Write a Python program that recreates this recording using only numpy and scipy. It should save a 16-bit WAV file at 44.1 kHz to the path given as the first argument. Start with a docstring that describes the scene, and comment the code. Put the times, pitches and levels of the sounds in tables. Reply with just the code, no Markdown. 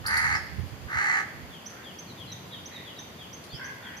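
"""Over a low outdoor hum, wind puffs on the right microphone and a near crow caws twice, harshly:
uneven pulses ring its throat as the beak opens. Two zips and a whistle cross the first caw; faint dry
rustles follow. From 1.5 s a small bird see-saws between slurs and chips, far crows answer and a second
bird peeps. The hum swells at 2.3 s; a last whistle and a soft bump come near 3.5 s.
The trees scatter every call."""
import sys
import numpy as np
from scipy import signal
from scipy.fft import rfft, irfft
from scipy.io import wavfile
from scipy.ndimage import uniform_filter1d

SR = 44100
rng = np.random.default_rng(int(sys.argv[2]) if len(sys.argv) > 2 else 0)


def unload_audio(sound):
    """Save the sound as a 16-bit wav file, at the path given as the first command line argument."""
    columns = np.transpose(np.atleast_2d(sound))
    # keep every value between -1 and 1, then stretch to whole-number steps
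    steps = np.round(np.clip(columns, -1, 1) * 32767)
    wavfile.write(sys.argv[1], SR, steps.astype(np.int16))


N = 176400
TIME_S = np.arange(N) / SR
LOW_RESONANCE_HZ = 815  # near crow's throat, before tuning


def amp(db):
    """dB to gain."""
    return 10 ** (np.asarray(db) / 20)


def unit(x):
    """Scale to rms 1."""
    return x / np.sqrt(np.mean(x ** 2) + 1e-20)


def read(points, hz):
    """Interpolate a table over log frequency."""
    knots_hz, value = np.transpose(points)
    return np.interp(np.log(hz + 1), np.log(knots_hz + 1), value)


def colour(x, points):
    """Filter by a (frequency [Hz], gain [dB]) table."""
    hz = np.fft.rfftfreq(x.shape[-1], 1 / SR)
    return irfft(rfft(x) * amp(read(points, hz)), x.shape[-1])


def pan(db):
    """Stereo gains for a left-minus-right level."""
    return amp(np.array([[db], [-db]]) / 2)


def add(mix, start_s, sound):
    """Mix in place from start_s."""
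    part = mix[..., max(round(start_s * SR), 0):][..., :sound.shape[-1]]
    part += sound[..., :part.shape[-1]]


def bell(centre_s, sigma_s, peak_db):
    """Gaussian envelope."""
    return amp(peak_db) * np.exp(-((TIME_S - centre_s) / sigma_s) ** 2 / 2)


def wobble(count, cutoff_hz):
    """Low-passed noise, rms about 1."""
    lowpass = signal.butter(2, cutoff_hz, fs=SR, output="sos")
    return unit(signal.sosfilt(lowpass, rng.standard_normal(SR)))[-count:]


def resonate(x, hz, width_hz):
    """Steep resonance tracking the curve hz."""
    carrier = np.exp(2j * np.pi * np.cumsum(hz) / SR)
    r = np.exp(-np.pi * width_hz / SR)
    return 2 * (carrier * signal.lfilter([(1 - r) ** 2], [1, -2 * r, r * r], x / carrier)).real


def scatter(x, t60s):
    """Sparse echoes, different per channel; each band decays at its own rate."""
    taps = rng.standard_normal((2, SR)) * (rng.random((2, SR)) < 1 / 20)
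    taps[:, :SR // 500] = 0  # 2 ms gap
    hz, t, bands = signal.stft(taps, SR, nperseg=256)
    decay = amp(-60 * t / read(t60s, hz)[:, None])
    tail = signal.istft(bands * decay, SR, nperseg=256)[1]
    tail /= np.linalg.norm(tail, axis=1, keepdims=True)
    return signal.fftconvolve(x, tail, axes=1)[:, :N]


def outdoors(x, early_db, tail_db):
    """Direct sound, quick echoes off ground and wall, long tail from the trees."""
    # tree reverberation (frequency [Hz], T60 [s])
    trees = [(200, 0.64), (1800, 0.77), (3500, 1), (6000, 0.61), (12000, 0.67)]
    early_t60_s = 0.14
    return x + amp(early_db) * scatter(x, [(1000, early_t60_s)]) + amp(tail_db) * scatter(x, trees)


def air():
    """Steady outdoor hum and hiss; the lows are nearly alike in both channels."""
    # noise spectrum (frequency [Hz], relative density [dB])
    spectrum = [(20, -40), (86, -3), (188, -1), (359, -7), (1080, -10), (1240, -13), (3440, -16.5),
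                (3930, -25.5), (4870, -18.5), (5430, -31), (6210, -23.5), (8580, -33), (10100, -35.5),
                (12200, -23), (15500, -33.5)]
    # left-right likeness (frequency [Hz], correlation [-1..1])
    likeness = [(130, 0.9), (380, 0.84), (950, -0.072), (2380, 0.21), (5980, -0.37), (15000, 0.092)]
    # stereo balance (frequency [Hz], left minus right [dB])
    balance = [(600, 0), (1400, -3), (3100, 0), (6800, -9), (9500, -6), (14000, -1.5)]
    hz = np.fft.rfftfreq(N, 1 / SR)
    same, tilt_db = read(likeness, hz), read(balance, hz) / 2
    left, independent = rfft(rng.standard_normal((2, N)))
    right = same * left + np.sqrt(1 - same ** 2) * independent
    stereo = np.array([left * amp(tilt_db), right * amp(-tilt_db)])
    return amp(-46) * unit(irfft(stereo * amp(read(spectrum, hz)), N))


def wind():
    """Low puffs buffet the right microphone."""
    # puffs (centre [s], sigma [s], level [dB])
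    puffs = [(.12, 0.26, -38), (.31, 0.057, -37.5), (.56, 0.035, -37), (0.616, 0.03, -27.5),
             (0.736, 0.021, -40.5), (.845, 0.033, -35), (0.972, 0.022, -36.5), (1.43, 0.059, -42.5)]
    # buffeting spectrum (frequency [Hz], gain [dB])
    spectrum = [(20, -44), (76, 0.5), (135, -6.5), (250, -23), (2500, -82)]
    level = sum(bell(*puff) for puff in puffs)
    return unit(colour(rng.standard_normal((2, N)), spectrum)) * level * amp([[-20], [0]])


def caw(length_s, hz, flutter_hz, rise_s, opening_s, shut_tuning, open_tuning, throat):
    """Uneven, fluttering pulses and rasp ring a throat whose resonances rise as the beak opens."""
    sag, jitter, shimmer_db, rasp = .09, .028, 2.5, .45
    flutter_depth, flutter_swing, flutter_drift = .5, .085, .05
    closing_droop, release_s = .049, .059
    t = np.arange(0, length_s, 1 / SR)
    ends = (2 * t / length_s - 1) ** 4  # 1 at either end, 0 mid-call
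    rate_hz = flutter_hz * (1 - sag * ends + flutter_drift * wobble(len(t), 40))
    flutter = np.cos(2 * np.pi * np.cumsum(rate_hz) / SR)
    pitch_hz = hz * (1 - sag * ends + flutter_swing * flutter + jitter * wobble(len(t), 200))
    cycles = np.floor(np.cumsum(pitch_hz) / SR)
    pulses = np.diff(cycles, prepend=0) * amp(shimmer_db * wobble(len(t), 200))
    drive = (unit(pulses) + rasp * rng.standard_normal(SR)[:len(t)]) * (1 + flutter_depth * flutter)
    closed = np.cos(np.pi / 2 * np.minimum(t / opening_s, 1))
    tuning = open_tuning + (shut_tuning - open_tuning) * closed - closing_droop * ends
    voice = sum((-1) ** k * amp(db + shut_db * closed) * resonate(drive, centre_hz * tuning, width_hz)
                for k, (centre_hz, width_hz, db, shut_db) in enumerate(throat))
    attack = np.sin(np.pi / 2 * np.minimum(t / rise_s, 1)) ** 1.3
    release = np.minimum((length_s - t) / release_s, 1)
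    return unit(voice) * attack * release


def near_crow():
    """Two harsh caws, slightly earlier on the left, louder on the right."""
    # (start [s], length [s], level [dB], flutter [Hz], rise [s], beak opening [s], shut tuning [x])
    caws = [(0.029, .375, -27, 79.95, 0.11, 0.12, 0.903), (.868, .372, -27, 69.96, 0.15, 0.17, 0.93)]
    # resonances before tuning (centre [Hz], width [Hz], gain [dB], extra with beak shut [dB])
    throat = [(LOW_RESONANCE_HZ, 127, -2, -4), (1196, 428, -5, 2), (1650, 290, 4.5, 6),
              (1863, 310, 5.5, -2), (2061, 400, 7, 0.5), (3190, 250, -28.5, -1), (4380, 750, -16.5, 1),
              (6833, 2030, -19, -4), (11400, 2500, -33, 1)]
    pitch_hz, open_tuning, lag_s = 418, 0.97, .00021
    voice = np.zeros(N)
    for start_s, length_s, db, *gesture in caws:
        add(voice, start_s, amp(db) * caw(length_s, pitch_hz, *gesture, open_tuning, throat))
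    delay = np.exp(-2j * np.pi * np.fft.rfftfreq(N, 1 / SR) * lag_s)
    late = irfft(rfft(voice) * delay, N)
    return outdoors(np.array([voice, late]) * pan(db=-3), early_db=-4, tail_db=-8)


def small_bird(notes, shape, octave_db, pan_db, early_db, tail_db, waver=.014, third_db=-np.inf):
    """Gliding notes of one shape: a wavering tone plus overtones, echoed outdoors."""
    song = np.zeros(N)
    position, pitch_ratio, shape_db = np.transpose(shape)
    for start_s, length_s, db, pitch_hz in notes:
        progress = np.linspace(0, 1, int(length_s * SR))
        drift = unit(uniform_filter1d(rng.standard_normal(SR // 2), size=90))[:len(progress)]
        hz = pitch_hz * np.interp(progress, position, pitch_ratio) * (1 + waver * drift)
        level = amp(db + np.interp(progress, position, shape_db))
        phase = 2 * np.pi * np.cumsum(hz) / SR
        tone = sum(amp(partial_db) * np.sin(k * phase) * (k * hz < SR / 2)
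                   for k, partial_db in enumerate([0, octave_db, third_db], 1))
        add(song, start_s, level * signal.windows.tukey(len(tone), .1) * tone)
    return outdoors(song * pan(pan_db), early_db, tail_db)


def zips():
    """Two sharp upward bird sweeps."""
    # zips (start [s], length [s], level [dB], reference pitch [Hz])
    notes = [(.0615, .015, -22, 11480), (.1675, .013, -24, 11050)]
    # contour (position [0..1], pitch [x], gain [dB])
    shape = [(0, .355, -12), (.2, .385, 0), (.42, .44, -7), (.55, .69, -19), (.74, .87, -4), (1, 1.1, -13)]
    return small_bird(notes, shape, octave_db=-15, third_db=-15, waver=.025,
                      pan_db=-2.5, early_db=-3, tail_db=0)


def whistles():
    """Two rising, nearly pure bird whistles."""
    # whistles (start [s], length [s], level [dB], top pitch [Hz])
    notes = [(.312, .062, -40, 5670), (3.491, .088, -47, 5710)]
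    # contour (position [0..1], pitch [x], gain [dB])
    shape = [(0, .73, -9), (.5, .825, 0), (.85, .95, 0), (1, 1, -10)]
    return small_bird(notes, shape, octave_db=-35, pan_db=-1, early_db=0, tail_db=-1)


def rustles():
    """Twigs and feathers: brief clumps over a faint steady crackle, to the left."""
    # clumps (start [s], level [dB])
    clumps = [(0.676, -61), (1.7, -59), (1.936, -65), (3.439, -51)]
    # crackle spectrum (frequency [Hz], gain [dB])
    spectrum = [(1500, -17), (4500, 12), (8000, -6), (10500, 5), (15000, -30)]
    decay_s, grains_per_s, floor_db = .018, 2500, -65.5
    level = sum(amp(db) * (TIME_S > s) * np.exp(-abs(TIME_S - s) / decay_s) for s, db in clumps)
    grains = rng.standard_normal((2, N)) * (rng.random(N) < grains_per_s / SR)
    return pan(db=10.5) * unit(colour(grains, spectrum)) * (level + amp(floor_db))


def slurs():
    """Falling notes of a small bird's see-saw song."""
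    # slurs (start [s], level [dB])
    onsets = [(1.505, -47), (1.831, -45), (2.171, -43), (2.503, -43), (2.842, -44.5), (3.177, -45),
              (3.502, -44.5), (3.825, -45.5)]
    # contour (position [0..1], pitch [x], gain [dB])
    shape = [(0, 1, -11), (.2, .955, -5), (.38, .905, 0), (.6, .84, -8), (1, .72, -21)]
    length_s, top_hz = .112, 3600
    notes = [(start_s, length_s, db, top_hz) for start_s, db in onsets]
    return small_bird(notes, shape, octave_db=-40, waver=.03, pan_db=3, early_db=-7, tail_db=1)


def chips():
    """High rising notes of the see-saw song, one after each slur."""
    # chips (start [s], length [s], level [dB])
    onsets = [(1.657, 0.03, -35.5), (1.984, 0.026, -37.5), (2.316, 0.027, -37.5), (2.654, 0.024, -37.5),
              (2.984, 0.04, -40.5), (3.325, 0.037, -40.5), (3.638, 0.042, -41.5), (3.964, 0.031, -43.5)]
    # contour (position [0..1], pitch [x], gain [dB])
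    shape = [(0, .84, -22), (.18, .92, -3), (.38, .975, 0), (.62, 1.005, -5), (1, .995, -19)]
    pitch_hz = 6258
    notes = [(*onset, pitch_hz) for onset in onsets]
    return small_bird(notes, shape, octave_db=-40, pan_db=-5, early_db=-8, tail_db=-4)


def far_crows():
    """Short dull caws, mostly echo."""
    # (start [s], length [s], level [dB], pitch [Hz], throat tuning [x])
    caws = [(1.688, .18, -56, 432.7, 0.99), (2.68, .18, -56.5, 490, 1.206), (3.561, .156, -45, 521, 1.01),
            (3.793, .21, -52, 456.4, 1.03)]
    # resonances before tuning (centre [Hz], width [Hz], gain [dB])
    resonances = [(1070, 440, -7.5), (1605, 210, 4.5), (1975, 700, -2.5)]
    throat = [(*row, 0) for row in resonances]
    voice = np.zeros(N)
    for start_s, length_s, db, hz, tuning in caws:
        call = caw(length_s, hz, flutter_hz=61.85, rise_s=0.038, opening_s=0.12,
                   shut_tuning=0.906 * tuning, open_tuning=tuning, throat=throat)
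        add(voice, start_s, amp(db) * call)
    return outdoors(voice * pan(db=-1.5), early_db=-4.5, tail_db=5)


def peeps():
    """A second bird's falling notes, strongest an octave up."""
    # fundamentals (start [s], length [s], level [dB], reference pitch [Hz])
    notes = [(2.072, 0.048, -63, 2203), (2.272, 0.072, -58.5, 2107), (2.518, 0.0332, -55, 2000),
             (2.718, 0.069, -57, 2041), (2.965, 0.039, -58, 2007)]
    # contour (position [0..1], pitch [x], gain [dB])
    shape = [(0, .99, -5), (.4, .96, -7), (.7, .915, 1), (1, .84, -9)]
    return small_bird(notes, shape, octave_db=13, pan_db=-1.5, early_db=2.5, tail_db=0)


def swell():
    """One low swell of noise, like distant traffic."""
    # rumble spectrum (frequency [Hz], gain [dB])
    spectrum = [(40, -40), (85, -6.5), (135, -2.5), (1200, -50)]
    level = bell(centre_s=2.31, sigma_s=0.17, peak_db=-48.5)
    return unit(colour(rng.standard_normal(N), spectrum)) * level


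def thump():
    """One soft low bump, to the right."""
    # bump spectrum (frequency [Hz], gain [dB])
    spectrum = [(30, -10), (130, 2), (700, -45)]
    level = bell(centre_s=3.55, sigma_s=0.01, peak_db=-40)
    return unit(colour(rng.standard_normal(N), spectrum)) * level * pan(db=-13)


def scene():
    """Small birds, background and crows, in stereo."""
    birds = chips() + slurs() + peeps() + whistles() + zips()
    background = air() + swell() + wind() + thump() + rustles()
    return birds + background + near_crow() + far_crows()


def record(dry):
    """Right microphone duller at the very top; then the recorder's band limit."""
    # microphone treble (frequency [Hz], gain [dB])
    left_top, right_top = [(7000, 0.66), (11000, 2.4)], [(7000, 0), (11000, -8)]
    edge_hz = 15600
    mics = np.array([colour(dry[0], left_top), colour(dry[1], right_top)])
    lowpass = signal.firwin(511, edge_hz, window=("kaiser", 9), fs=SR)
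    return signal.oaconvolve(mics, lowpass[None], "same")


dry = scene()
out = record(dry)
unload_audio(out)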